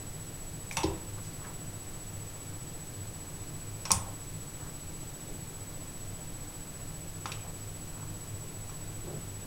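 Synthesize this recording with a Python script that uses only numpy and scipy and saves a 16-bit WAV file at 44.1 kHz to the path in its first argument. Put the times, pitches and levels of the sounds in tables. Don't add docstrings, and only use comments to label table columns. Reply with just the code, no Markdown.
import sys
import numpy as np
from scipy import signal
from scipy.fft import rfft, irfft
from scipy.io import wavfile
from scipy.ndimage import uniform_filter1d

SR = 44100
rng = np.random.default_rng(int(sys.argv[2]) if len(sys.argv) > 2 else 0)


def to_wav(s):
    ch = np.atleast_2d(s).T
    pcm = np.round(np.clip(ch, -1, 1) * 32767)
    wavfile.write(sys.argv[1], SR, pcm.astype(np.int16))


N = 417186
T = np.arange(N) / SR
HIT = T[:SR // 2]


def taps(load_damp_s=0.18, detune=0.008, spot_db=2):
    # (time [s], level [dB], ring gain [dB], top of the tick [Hz],
    # plink pitch [Hz], plink gain [dB])
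    strikes = [(0.7118, -15, -5, 9900, 2330, -12), (0.7696, 0, -1.5, 9900, 2650, -20.5),
               (3.8534, -7, -5.5, 8500, 5360, -25), (3.9060, -1.5, 2, 7500, 1010, -12.5),
               (7.2570, -7.5, -6.5, 6760, 1270, -13.5), (8.695, -24, -2, 6000, 1200, -12)]
    # (frequency [Hz], level [dB], t60 [s])
    basin = [(535, -43, 0.26), (792, -35, 0.18), (902, -34.5, 0.15), (970, -35.5, 0.11), (1057, -34, 0.18),
             (1150, -23.5, 0.0087), (1250, -33, 0.077), (2160, -45, 0.092), (2274, -37, 0.039),
             (2573, -33.5, 0.053), (2730, -55, 0.12), (3340, -42, 0.046), (3605, -40, 0.087),
             (4650, -53, 0.091), (5320, -36, 0.043), (5800, -27, 0.057), (5870, -41, 0.04),
             (6240, -61, .12), (6700, -35, 0.05), (9270, -44, 0.15)]
    # (frequency [Hz], level [dB])
    tick_colour = [(150, -40), (550, -6.5), (1150, -1), (1700, -8), (2500, -5.5), (4200, -7.5), (6000, -6),
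                   (7600, -8), (9300, -9.5), (12000, -4.5), (16000, -24)]
    out = np.zeros(N)
    for s, db, ring_db, top_hz, plink_hz, plink_db in strikes:
        gains = undb(ring_db + spot_db * nearness(basin, plink_hz, reach_octaves=0.3))
        loaded = [(hz * (1 + detune * rng.standard_normal()), mode_db, t60) for hz, mode_db, t60 in basin]
        steel = in_kitchen(ring(loaded, gains) * np.exp(-HIT / load_damp_s), near_db=-3, room_db=-7)
        plink_t60 = 0.0088 * (plink_hz / 1000) ** 0.75
        plink = in_kitchen(ring([(plink_hz, plink_db, plink_t60)]), near_db=-19, room_db=-7)
        softness = signal.butter(4, top_hz, fs=SR, output="sos")
        contact = signal.sosfilt(softness, click(tick_colour))
        tick = in_kitchen(disperse(contact), near_db=1.5, room_db=3, near_t60=0.035)
        push = boom(panel_hz=157)
        add(out, s, undb(db) * (steel + plink + undb(1) * tick + undb(-8) * push))
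    return out


def snaps(bounce_s=0.00089, bounce_db=-7):
    # (time [s], level [dB])
    bites = [(3.9174, 14)]
    # (frequency [Hz], level [dB])
    teeth_colour = [(300, -36), (1500, -33), (3500, -21), (5200, -3.5), (6600, -2.5), (7800, -4.5),
                    (9200, 1.5), (10800, -12), (13000, -20), (16000, -30)]
    teeth = click(teeth_colour)
    out = np.zeros(N)
    for s, db in bites:
        add(out, s, undb(db) * in_kitchen(teeth, near_db=-4.5, room_db=-3.5, near_t60=0.03))
        add(out, s + bounce_s, undb(db + bounce_db) * teeth)
    return out


def splashes(spread_db=4, relative_width=1.44):
    # (time [s], level [dB], decay time [s], centre of the spray [Hz])
    slaps = [(0.723, -9, .007, 10000), (0.8323, -4.5, 0.0098, 3770), (1.231, -16, 0.055, 7500),
             (7.318, -6.5, 0.005, 3970)]
    # (frequency [Hz], level [dB])
    spray_colour = [(400, -22), (1500, -8), (2600, -4), (3300, -9.5), (4100, -5.5), (5500, -2), (6600, -7),
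                    (7700, -8), (10500, -11), (15000, -18)]
    out = np.zeros(N)
    for s, db, decay_s, hz in slaps:
        sizes = undb(spread_db * flutter(len(HIT), smooth_samples=30))
        droplets = resonant_noise(hz, relative_width * hz, len(HIT)) * sizes * np.exp(-(HIT / decay_s) ** 2)
        spray = signal.fftconvolve(droplets / np.linalg.norm(droplets), click(spray_colour))
        add(out, s, undb(db) * in_kitchen(spray, near_db=-4, room_db=-2, near_t60=0.033))
    return out


def thumps():
    # (time [s], level [dB], pitch of the pushed panel [Hz])
    landings = [(0.834, 0, 900), (0.8400, 9.5, 360), (0.876, -10, 322), (3.917, -0.5, 172),
                (3.955, -3.5, 93), (8.33, -10, 121)]
    out = np.zeros(N)
    for s, db, panel_hz in landings:
        add(out, s, undb(db) * boom(panel_hz))
    return out


def boom(panel_hz, sag_hz=93, sag_db=-3.5, pad_damp_s=0.17, reach_octaves=0.29):
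    # (frequency [Hz], level [dB], t60 [s])
    flex = [(81.6, -29.5, 0.2), (108.4, -29, 0.17), (151, -25.5, 0.081), (188, -31.5, 0.27),
            (317.5, -31, 0.21), (395, -30.5, 0.16), (503, -36, 0.22), (554, -33, 0.22), (752, -33, 0.16),
            (815, -33, 0.12), (937, -22.5, 0.032), (1023, -34.5, 0.17)]
    panel = ring(flex, nearness(flex, panel_hz, reach_octaves)) * np.exp(-HIT / pad_damp_s)
    sag = ring(flex, nearness(flex, sag_hz, reach_octaves))
    return in_kitchen(panel + undb(sag_db) * sag, near_db=-25, room_db=-6.5)


def rubs(shudder_hz=141, shudder_stretch=1.35):
    # (time [s], gain of the footwork that follows [dB])
    lunges = [(0.71, 1), (3.88, -0.5), (7.26, -1.5)]
    # (delay [s], level [dB], length [s], centre [Hz])
    footwork = [(0.15, -54, 0.12, 670), (0.65, -57, 0.21, 1040)]
    # (time [s], level [dB], length [s], centre [Hz])
    shifts = [(1.170, -55, 0.044, 1190), (1.42, -54, 0.06, 1450), (5.257, -54.5, 0.14, 326),
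              (6.16, -57.5, 0.1, 554), (9.03, -47, 0.17, 415)]
    slides = [(s + delay, db + gain_db, length, hz)
              for s, gain_db in lunges for delay, db, length, hz in footwork]
    out = np.zeros(N)
    for s, db, length, hz in slides + shifts:
        add(out, s, friction(db, length, hz))
        add(out, s, friction(db, length * shudder_stretch, shudder_hz))
    return out


def friction(db, length_s, hz, relative_width=0.65, grain_db=3):
    size = int(length_s * SR)
    grip = flutter(SR, smooth_samples=400)[:size]
    noise = resonant_noise(hz, relative_width * hz, SR)[:size] * undb(grain_db * grip)
    return level(noise * signal.windows.tukey(size, 0.8), db)


def ring(modes, gains=1):
    hz, db, t60 = np.transpose(modes)
    sign = (-1) ** np.arange(len(hz))
    partials = np.sin(2 * np.pi * hz[:, None] * HIT) * undb(-60 * HIT / t60[:, None])
    return (sign * gains * undb(db)) @ partials


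def nearness(modes, hz, reach_octaves):
    octaves_away = np.log2(np.array(modes)[:, 0] / hz)
    return 1 / (1 + (octaves_away / reach_octaves) ** 2)


def click(colour, size=1024):
    gain = undb(lookup(colour, np.fft.rfftfreq(size, 1 / SR)))
    cepstrum = irfft(np.log(gain))
    cepstrum[1:size // 2] *= 2
    cepstrum[size // 2 + 1:] = 0
    return irfft(np.exp(rfft(cepstrum)))


def disperse(x, lag_s=0.001167):
    f = np.fft.rfftfreq(len(x), 1 / SR)
    return irfft(rfft(x) * np.exp(-4j * np.pi * lag_s * np.sqrt(1000 * f)), len(x))


def in_kitchen(x, near_db, room_db, near_t60=0.13, build_s=0.0023):
    # (frequency [Hz], t60 [s])
    room_t60 = [(150, 0.53), (1000, 0.51), (3000, 0.41), (7000, 0.14), (12000, 0.32)]
    f = np.fft.rfftfreq(len(HIT), 1 / SR)
    noise = rfft(rng.standard_normal(len(HIT)))
    edges = np.append(0, np.geomspace(200, SR / 2 + 1, 9))
    tail = np.zeros(len(HIT))
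    for lo, hi in zip(edges, edges[1:]):
        band = irfft(noise * (f >= lo) * (f < hi), len(HIT))
        tail += band * undb(-60 * HIT / lookup(room_t60, (lo + hi) / 2))
    tail *= 1 - np.exp(-HIT / build_s)
    flurry = rng.standard_normal(len(HIT)) * undb(-60 * HIT / near_t60) * (HIT > 0.0008)
    response = undb(near_db) * flurry / np.linalg.norm(flurry)
    response += undb(room_db) * tail / np.linalg.norm(tail)
    response[0] = 1
    return signal.fftconvolve(x, response)[:len(HIT)]


def room_tone(air_db=-43):
    # (frequency [Hz], relative level [dB])
    air_colour = [(12, 0.5), (28, 1.5), (48, -11.5), (85, -5), (160, -4.5), (210, -14), (450, -16.5),
                  (520, -18), (900, -22.5), (1800, -27.5), (4000, -30), (9000, -30), (15500, -33)]
    # (frequency [Hz], width [Hz], level [dB])
    drones = [(101.7, 8.1, -49.5), (156, 14.3, -55), (298.6, 27, -59.5)]
    gain = undb(lookup(air_colour, np.fft.rfftfreq(N, 1 / SR)))
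    air = irfft(rfft(rng.standard_normal(N)) * gain, N)
    hum = sum(level(resonant_noise(hz, width, N), db) for hz, width, db in drones)
    return level(air, air_db) + hum


def whine(pitch_hz=1966.78, pulse_hz=14.985, loud_db=-46.5, soft_db=-56):
    # (harmonic [number], level [dB])
    harmonics = [(1, -79.5), (2, -77), (3, -72.5), (5, -66), (6, -73), (8, -78)]
    phase = 2 * np.pi * pitch_hz * T
    steady = sum(level(np.sin(k * phase), db) for k, db in harmonics)
    switched_db = np.where(T * pulse_hz % 1 < 0.5, loud_db, soft_db)
    return steady + np.sqrt(2) * undb(switched_db) * np.sin(4 * phase)


def resonant_noise(hz, width_hz, size):
    f = np.fft.rfftfreq(size, 1 / SR) + 1e-9
    off_centre = (f - hz ** 2 / f) / width_hz
    return irfft(rfft(rng.standard_normal(size)) / (1 + off_centre ** 2), size)


def flutter(size, smooth_samples):
    return level(uniform_filter1d(rng.standard_normal(size), smooth_samples), 0)


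def undb(db):
    return 10 ** (np.asarray(db) / 20)


def level(x, db):
    return x * undb(db) / np.sqrt(np.mean(x ** 2))


def lookup(points, hz):
    f, value = np.transpose(points)
    return np.interp(np.log(hz + 1e-9), np.log(f), value)


def add(out, s, x):
    i = int(s * SR)
    out[i:i + len(x)] += x[:N - i]


def scene():
    mono = taps() + snaps() + splashes() + thumps() + rubs() + room_tone() + whine()
    return np.array([mono, mono])


def record(dry):
    lowpass = signal.ellip(10, 0.1, 70, 15850, fs=SR, output="sos")
    return signal.sosfilt(lowpass, np.clip(dry, -1, 1))


dry = scene()
out = record(dry)
to_wav(out)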